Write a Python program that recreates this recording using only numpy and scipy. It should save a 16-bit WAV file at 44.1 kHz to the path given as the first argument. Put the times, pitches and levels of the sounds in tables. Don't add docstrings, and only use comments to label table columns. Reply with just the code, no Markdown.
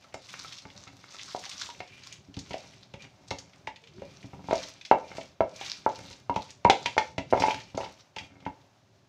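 import sys
import numpy as np
from scipy import signal
from scipy.fft import rfft, irfft, next_fast_len
from scipy.io import wavfile

SR = 44100
rng = np.random.default_rng(int(sys.argv[2]) if len(sys.argv) > 2 else 0)


def dump_mix(stems):
    frames = np.atleast_2d(stems).T
    limited = np.clip(frames, -1, 1)
    pcm = np.round(limited * 32767).astype(np.int16)
    wavfile.write(sys.argv[1], SR, pcm)


N = 400428


def from_db(db):
    return 10 ** (np.asarray(db) / 20)


def rms_one(x):
    return x / np.sqrt(np.mean(x ** 2) + 1e-20)


def at_hz(points, hz):
    point_hz, values = np.transpose(points)
    return np.interp(np.log(hz), np.log(point_hz), values)


def colour(x, spectrum):
    size = next_fast_len(len(x))
    hz = np.arange(size // 2 + 1) * SR / size + 1
    gain = from_db(at_hz(spectrum, hz))
    return rms_one(irfft(rfft(x, size) * gain, size)[:len(x)])


def drift(rate_hz):
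    r = np.exp(-2 * np.pi * rate_hz / SR)
    noise = rng.standard_normal(N + SR)
    settled = signal.lfilter([1], [1, -2 * r, r * r], noise)[SR:]
    return rms_one(settled)


def ring(clicks, hz, t60_s):
    r = from_db(-60 / (t60_s * SR))
    w = 2 * np.pi * hz / SR
    return signal.lfilter([0, np.sin(w)], [1, -2 * r * np.cos(w), r * r], clicks + 1e-18)


def grains(per_s, spread_db):
    size_db = spread_db * np.minimum(rng.exponential(1, N), 5)
    sizes = from_db(size_db) * rng.choice([-1, 1], N)
    return rms_one(sizes * (rng.random(N) < per_s / SR))


# frequency in Hz, relative level in dB per Hz.
RUMBLE_SPECTRUM = [(15, -49.5), (25, -23), (61, -3.5), (118, 6), (144, 3.5), (317, -12.5), (400, -4),
                   (520, -35.5), (880, -120)]
# time in seconds, level in dB.
RUMBLE_LEVEL = [(0.0, -66), (0.25, -62.5), (1.64, -65.5), (1.97, -58.5), (3.74, -62), (4.47, -54),
                (4.73, -66), (5.51, -60.5), (5.64, -57), (6.68, -65.5), (6.85, -55), (7.0, -61),
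                (7.23, -54.5), (7.36, -46), (8.02, -69), (8.42, -66), (8.67, -65.5), (9.08, -65.5)]


def rumble():
    level_db = np.interp(np.arange(N) / SR, *np.transpose(RUMBLE_LEVEL))
    return from_db(level_db + 2.5 * drift(12)) * colour(rng.standard_normal(N), RUMBLE_SPECTRUM)


# frequency in Hz, relative level in dB per Hz.
SIMMER_SPECTRUM = [(150, -17), (250, 5), (474, -4.5), (554, 6.5), (1390, -4.5), (2130, -7), (5530, -11),
                   (6570, -12.5), (8520, -25.5), (12000, -30), (15600, -29.5)]
SIMMER_DB = -66
HISS_DB = -79


def simmer():
    return from_db(SIMMER_DB + 2.2 * drift(3.0)) * colour(rng.standard_normal(N), SIMMER_SPECTRUM)


def hiss():
    return from_db(HISS_DB) * colour(rng.standard_normal(N), SIMMER_SPECTRUM)


# loudest moment in seconds, swell in seconds, fade in seconds,
# control levels at that moment in dB for the rustle of rice, the rubbing of the bowl and the rasp of the edge.
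STROKES = [(0.04, 0.061, 0.038, -57, -58, -55), (0.4, 0.21, 0.27, -45.5, -51, -53),
           (0.8, 0.3, 0.63, -59.5, -51, -74), (1.3, 0.32, 0.6, -47.5, -55.5, -76),
           (1.62, 0.32, 0.16, -44, -53.5, -73), (2.1, 0.47, 0.11, -55.5, -61, -45),
           (2.55, 0.24, 0.36, -53, -46.5, -50.5), (3.03, .05, 0.062, -57.5, -48.5, -45),
           (3.36, 0.45, 0.43, -65.5, -53.5, -65), (4.1, 0.38, 0.49, -61, -61, -55),
           (4.57, 0.14, 0.22, -44.5, -42.5, -41.5), (4.872, 0.03, 0.24, -56, -68, -52.5),
           (5.17, 0.23, 0.15, -53.5, -42, -47.5), (5.652, 0.15, 0.18, -44.5, -54, -42),
           (6.08, 0.37, .2, -52.5, -46.5, -53), (6.45, 0.18, 0.12, -54, -51, -55.5),
           (6.858, 0.16, 0.12, -52.5, -61.5, -58), (7.05, 0.22, 0.11, -53, -61.5, -64),
           (7.44, 0.14, 0.23, -42, -67, -35), (7.82, 0.076, 0.17, -52.5, -44.5, -52),
           (8.0, 0.045, 0.033, -59, -61, -65), (8.22, 0.05, 0.078, -57.5, -38.5, -41.5),
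           (8.449, 0.26, 0.13, -73, -48, -71)]
STROKE_DROP_DB = 18.5
REST_DB = -78.5


def strokes():
    t = np.arange(0, N + 100, 100) / SR
    power = from_db(2 * REST_DB)
    for loudest_s, swell_s, fade_s, *levels_db in STROKES:
        before = (loudest_s - t) / max(swell_s, .01)
        after = (t - loudest_s) / max(fade_s, .01)
        away = np.where(t < loudest_s, before, after)
        push_db = np.array(levels_db)[:, None] - STROKE_DROP_DB * away ** 1.6
        power = power + from_db(2 * push_db)
    return [np.interp(np.arange(N) / SR, t, 10 * np.log10(p)) for p in power]


# frequency in Hz, relative level in dB per Hz.
RUSTLE_SPECTRUM = [(530, -26), (900, -8), (1090, -1), (1320, -2.5), (1780, -6), (2030, -3.5), (3080, -3.5),
                   (3590, 3), (6080, 1), (9120, -19), (11900, -27), (14900, -25), (15600, -33)]


def rice(rustle_db):
    clicks = from_db(3.5 * drift(30)) * grains(5000, spread_db=3.5)
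    pitches_hz = np.geomspace(1000, 14000, 16)
    dealt = rng.integers(0, 16, N)
    rings = np.zeros(N)
    for k, hz in enumerate(pitches_hz):
        voice = rms_one(ring(clicks * (dealt == k), hz, 6.9 / hz))
        rings += from_db(6.1 * drift(22)) * voice * np.sqrt(hz)
    blend = rms_one(rings) + .5 * rng.standard_normal(N)
    return from_db(rustle_db) * colour(blend, RUSTLE_SPECTRUM)


# frequency in Hz, strength in dB relative to its group, t60 in seconds.
BOWL_MODES = [(135, 1, 0.04), (193.8, -1, 0.059), (273.3, -3, 0.073), (333, -10.5, 0.02),
              (420, -8.5, 0.041), (454.5, -9.5, 0.14), (560, 1.5, 0.04), (649.5, 1, 0.046), (732, 1, 0.053),
              (795.4, 0.5, 0.075), (882.2, -1, 0.084), (946.5, -2.5, 0.064), (1040, -14.5, 0.023),
              (1064, -31, 0.06), (1182, -9, 0.056), (1317, -8, 0.07), (1470, 3.5, 0.0055),
              (1840, -12, 0.023), (2130, -8, 0.034), (2200, -12, 0.018), (2660, -9.5, 0.023)]
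GROUP_TOPS_HZ = [300, 1400]
# the most that other rings fall behind the favoured one, in dB.
KNOCKS = [(0.043, -43, 1270, -22.5, -10, 29), (0.142, -25, 677, -17.5, -8, 11),
          (0.339, -37.5, 1220, -27, 7.5, 12), (0.446, -34.5, 1310, -22, -6, 20),
          (0.652, -33, 412, -9.5, -6, 14), (0.87, -38.5, 1310, -11, -5, 17), (1.04, -53, 1300, -12, 11, 16),
          (1.145, -38.5, 1290, -34, -6, 25), (1.347, -18, 700, -27, -22, 17),
          (1.463, -36.5, 800, -26, -19, 18), (1.689, -36, 955, -15, -18, 15),
          (1.803, -24, 727, -22, -4, 14), (2.285, -54, 409, 11.5, -21, 14),
          (2.369, -31.5, 450, 2, -12, 12.5), (2.507, -24, 415, -14, -17, 13),
          (2.541, -22.5, 693, -43, -12.5, 26), (2.645, -42, 560, -26, -8, 14),
          (2.939, -29, 560, -12, -14.5, 14), (3.31, -16.5, 694, -14, -8, 9.4),
          (3.674, -23.5, 887, -17.5, -31, 21), (3.981, -47.5, 401, 5, -6, 14),
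          (4.019, -28, 557, -12.5, -14.5, 16), (4.113, -52, 404, 3.5, -3, 14),
          (4.242, -37.5, 540, -4.5, -28, 16), (4.332, -30, 420, -7.5, -13, 7.7),
          (4.392, -33, 416, -9, -19, 14), (4.441, -39, 410, -1, -7, 14), (4.485, -21.5, 853, -13, -18, 16),
          (4.509, -11.5, 668, -25.5, -22, 13), (4.528, -8, 634, -30, -19.5, 18),
          (4.912, 0.5, 850, -30.5, -15, 9.7), (5.115, -31, 1090, -37, -4.5, 9.8),
          (5.182, -21.5, 645, -49, -16.5, 12.4), (5.405, -3.5, 658, -22, -21.5, 15),
          (5.611, -29, 802, -33.5, -17, 9.2), (5.862, -5.5, 875, -29.5, -26.5, 13.8),
          (5.99, -32, 560, -30, -7, 14), (6.295, -13.5, 960, -15, -19, 15),
          (6.361, -15.5, 905, -15.5, -16, 11.6), (6.649, -2.5, 927, -16.5, -13, 18.3),
          (6.697, -2, 836, -29.5, -7, 17.5), (6.858, -15.5, 948, -22, -25, 17),
          (6.966, -17.5, 634, -19.5, -22, 14), (6.978, -7.5, 878, -25.5, -3, 16.5),
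          (7.18, -16.5, 634, -9.5, -20, 15), (7.325, -5, 653, -41, -20, 13), (7.333, -3, 596, -22, -26, 17),
          (7.375, -15, 880, -39, -14, 16), (7.401, -16, 856, -12.5, -16, 13),
          (7.421, -10.5, 866, -37, -12, 12), (7.437, -10.5, 880, -42, -13, 27),
          (7.459, -20.5, 920, -16, -8, 17), (7.482, -12.5, 867, -29, -12.5, 12.7),
          (7.505, -21, 924, -28, -17, 15), (7.543, -27.5, 885, -12, -8, 17),
          (7.745, -28, 546, -5.5, -30, 12), (7.776, -14.5, 608, -23, -17, 20),
          (7.803, -21.5, 874, -26, -21, 15.5), (7.832, -23.5, 822, -19, -23, 10.5),
          (7.86, -29.5, 877, -18, -10, 14), (8.165, -26, 882, -15, -10, 12.4),
          (8.463, -19.5, 910, -12, -11.5, 20)]
CONTACT_HZ, BUILD_UP_S = 2540, 0.001123
FAVOUR_DB_PER_OCTAVE = 119
KNOCK_CREST_DB = 7.5


def bowl(rub_db):
    start_s, peak_db, favoured_hz, thud_db, bright_db, purity_db = np.transpose(KNOCKS)
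    at = np.round((start_s + BUILD_UP_S) * SR).astype(int)
    mode_hz, mode_db, _ = np.transpose(BOWL_MODES)
    group = np.searchsorted(GROUP_TOPS_HZ, mode_hz)
    shares = from_db(mode_db) / np.bincount(group, from_db(mode_db))[group]

    octaves = np.abs(np.log2(mode_hz / favoured_hz[:, None]))
    apart_db = np.minimum(FAVOUR_DB_PER_OCTAVE * octaves, purity_db[:, None])
    struck = shares * from_db(-apart_db * (group == 1))
    groups_db = [thud_db + KNOCK_CREST_DB, 0 * start_s, bright_db + KNOCK_CREST_DB]
    for g, group_db in enumerate(groups_db):
        total = struck[:, group == g].sum(axis=1)
        struck[:, group == g] *= (from_db(peak_db + group_db) / total)[:, None]
    struck *= from_db(2.5 * rng.standard_normal(struck.shape) + 3)

    rub = from_db(rub_db - 23) * grains(1100, spread_db=6.0)
    out = np.zeros(N)
    for k, (hz, _, t60_s) in enumerate(BOWL_MODES):
        force = shares[k] * rub
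        force[at] -= struck[:, k]
        radiated = signal.butter(2, [hz / 4, hz * 2.5], "band", fs=SR)
        out += signal.lfilter(*radiated, ring(force, hz, t60_s))
    contact = signal.butter(4, CONTACT_HZ, fs=SR, output="sos")
    return signal.sosfilt(contact, out)


# frequency in Hz, relative drive in dB, t60 in seconds.
EDGE_MODES = [(2130, -7, 0.0074), (2400, 1.5, 0.045), (2680, 7.5, 0.0065), (2870, -2.5, 0.0083)]


def rasp(rasp_db):
    slips = from_db(3.4 * drift(30)) * grains(3500, spread_db=4.0)
    rings = sum(from_db(db) * ring(slips, hz, t60_s) for hz, db, t60_s in EDGE_MODES)
    return from_db(rasp_db - 9.5) * rms_one(rings)


# start in seconds, nominal peak in dB, centre in Hz.
TICKS = [(0.125, -44, 1960), (0.1406, -30.5, 5810), (0.3391, -33, 2000), (0.5841, -30, 4470),
         (0.7017, -36.5, 2360), (0.7906, -63, 5220), (1.258, -34, 5950), (1.3623, -33, 5500),
         (1.4601, -31.5, 2870), (1.5249, -36, 3990), (1.5846, -36, 3940), (1.6192, -32, 3530),
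         (1.8024, -28, 2020), (2.1251, -29, 5630), (2.3415, -35.5, 3600), (2.3668, -32.5, 3550),
         (2.39, -27, 5370), (2.5086, -28, 2370), (2.5324, -25, 2600), (2.9378, -32.5, 2370),
         (3.021, -36, 4400), (3.3066, -21, 3800), (3.3854, -28, 5710), (3.5334, -41.5, 2120),
         (3.6718, -23.5, 2060), (3.7599, -33.5, 2690), (3.8382, -40.5, 2680), (3.8721, -38.5, 2690),
         (4.2293, -37.5, 2070), (4.5087, -30, 2100), (4.5303, -44, 2030), (4.5531, -28, 3840),
         (4.812, -32, 2850), (4.8508, -27, 3530), (4.9134, -24, 2090), (5.1689, -29, 2340),
         (5.2108, -31, 2310), (5.4066, -32.5, 2120), (5.562, -34, 5840), (5.6116, -25, 2340),
         (5.6613, -23.5, 3800), (5.846, -45.5, 2370), (5.9567, -31, 4180), (6.128, -33, 3880),
         (6.2963, -36, 2870), (6.341, -37, 2400), (6.3597, -22, 2610), (6.5047, -32, 5520),
         (6.6468, -21, 2120), (6.6984, -5.5, 2670), (6.8589, -11, 2570), (6.979, -11, 2660),
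         (7.1799, -18.5, 2120), (7.3043, -35, 3880), (7.323, -41, 2290), (7.3726, -28.5, 2160),
         (7.399, -19.5, 4910), (7.4215, -18, 2360), (7.5086, -19, 2660), (7.5436, -22.5, 2760),
         (7.6011, -30, 2600), (7.7494, -36, 3470), (7.7732, -28.5, 5500), (7.8097, -29.5, 2320),
         (7.8424, -29, 2500), (8.1628, -25, 2330), (8.185, -22, 2610), (8.4033, -46.5, 3040),
         (8.4527, -37.5, 2260), (8.4667, -39.5, 2220)]
# frequency in Hz, relative level in dB per Hz.
TICK_SPECTRUM = [(1200, -11), (2000, 1.5), (6500, -2.5), (8500, -15.5), (11500, -24), (15000, -25)]
SMALL_TICKS = 200
SMALL_TICK_DB = 7.5
TICK_CREST_DB, TICK_T60_S = 10, 0.055


def ticks(rustle_db):
    out = np.zeros(N + SR)
    t = np.arange(SR // 10) / SR
    when, size, pitch = rng.random((SMALL_TICKS, 3)).T
    small_db = rustle_db[(when * N).astype(int)] + SMALL_TICK_DB - 4 * np.log(size + 0.0065)
    small_ticks = zip(when * N / SR, small_db, 2200 * 2.8 ** pitch)
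    every = list(TICKS) + list(small_ticks)
    noise = rng.standard_normal(len(every) * len(t))
    puffs = colour(noise, TICK_SPECTRUM).reshape(len(every), -1)
    attack = 1 - np.exp(-t / 0.00016)
    for (start_s, peak_db, hz), puff in zip(every, puffs):
        band = signal.butter(1, [hz / 1.3, hz * 1.4], "band", fs=SR)
        shape = from_db(peak_db - TICK_CREST_DB - 60 * t / TICK_T60_S) * attack
        i = round(start_s * SR)
        out[i:i + len(t)] += shape * rms_one(signal.lfilter(*band, puff))
    return out[:N]


# start in seconds, peak in dB, start and end pitch in Hz, length in seconds.
GURGLES = [(0.746, -55, 560, 598, 0.041), (3.817, -57.5, 447, 460, 0.058), (3.931, -49, 319, 435, 0.105)]


def gurgles():
    out = np.zeros(N)
    for start_s, peak_db, start_hz, end_hz, length_s in GURGLES:
        part = np.linspace(0, 1, round(length_s * SR))
        pitch_hz = start_hz + (end_hz - start_hz) * part
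        phase = 2 * np.pi * np.cumsum(pitch_hz) / SR
        bubble = from_db(peak_db) * np.sin(np.pi * part) * np.sin(phase)
        out[round(start_s * SR):][:len(part)] += bubble
    return out


# frequency in Hz, t60 in seconds.
KITCHEN_DECAY = [(150, 0.24), (500, 0.32), (1500, 0.21), (4000, 0.3), (9000, 0.29)]
KITCHEN_DB, FIRST_ECHO_S = -9.5, 0.0058


def kitchen(x):
    t = np.arange(SR // 2) / SR
    tail = np.zeros(len(t))
    for low_hz in 45 * 2 ** np.arange(8):
        band = signal.butter(2, [low_hz, 2 * low_hz], "band", fs=SR, output="sos")
        octave = signal.sosfilt(band, rng.standard_normal(len(t)))
        tail += octave * from_db(-60 * t / at_hz(KITCHEN_DECAY, 1.4 * low_hz))
    tail *= t > FIRST_ECHO_S
    unit_tail = tail / np.sqrt(np.sum(tail ** 2))
    return from_db(KITCHEN_DB) * signal.fftconvolve(x, unit_tail)[:N]


def scene():
    background = rumble() + simmer() + hiss()
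    rustle_db, rub_db, rasp_db = strokes()
    near = rice(rustle_db) + bowl(rub_db) + rasp(rasp_db) + ticks(rustle_db) + gurgles()
    return (near + kitchen(near) + background)[None]


MIC_LOW_HZ = 68
TOP = 1
CUTOFF_HZ = 16450


def record(dry):
    bass_cut = signal.butter(2, MIC_LOW_HZ, "high", fs=SR, output="sos")
    thin = signal.sosfilt(bass_cut, dry)
    rounded = thin / (1 + (thin / TOP) ** 4) ** (1 / 4)
    treble_cut = signal.cheby2(12, 60, CUTOFF_HZ, fs=SR, output="sos")
    return signal.sosfilt(treble_cut, rounded)


dry = scene()
out = record(dry)
dump_mix(out)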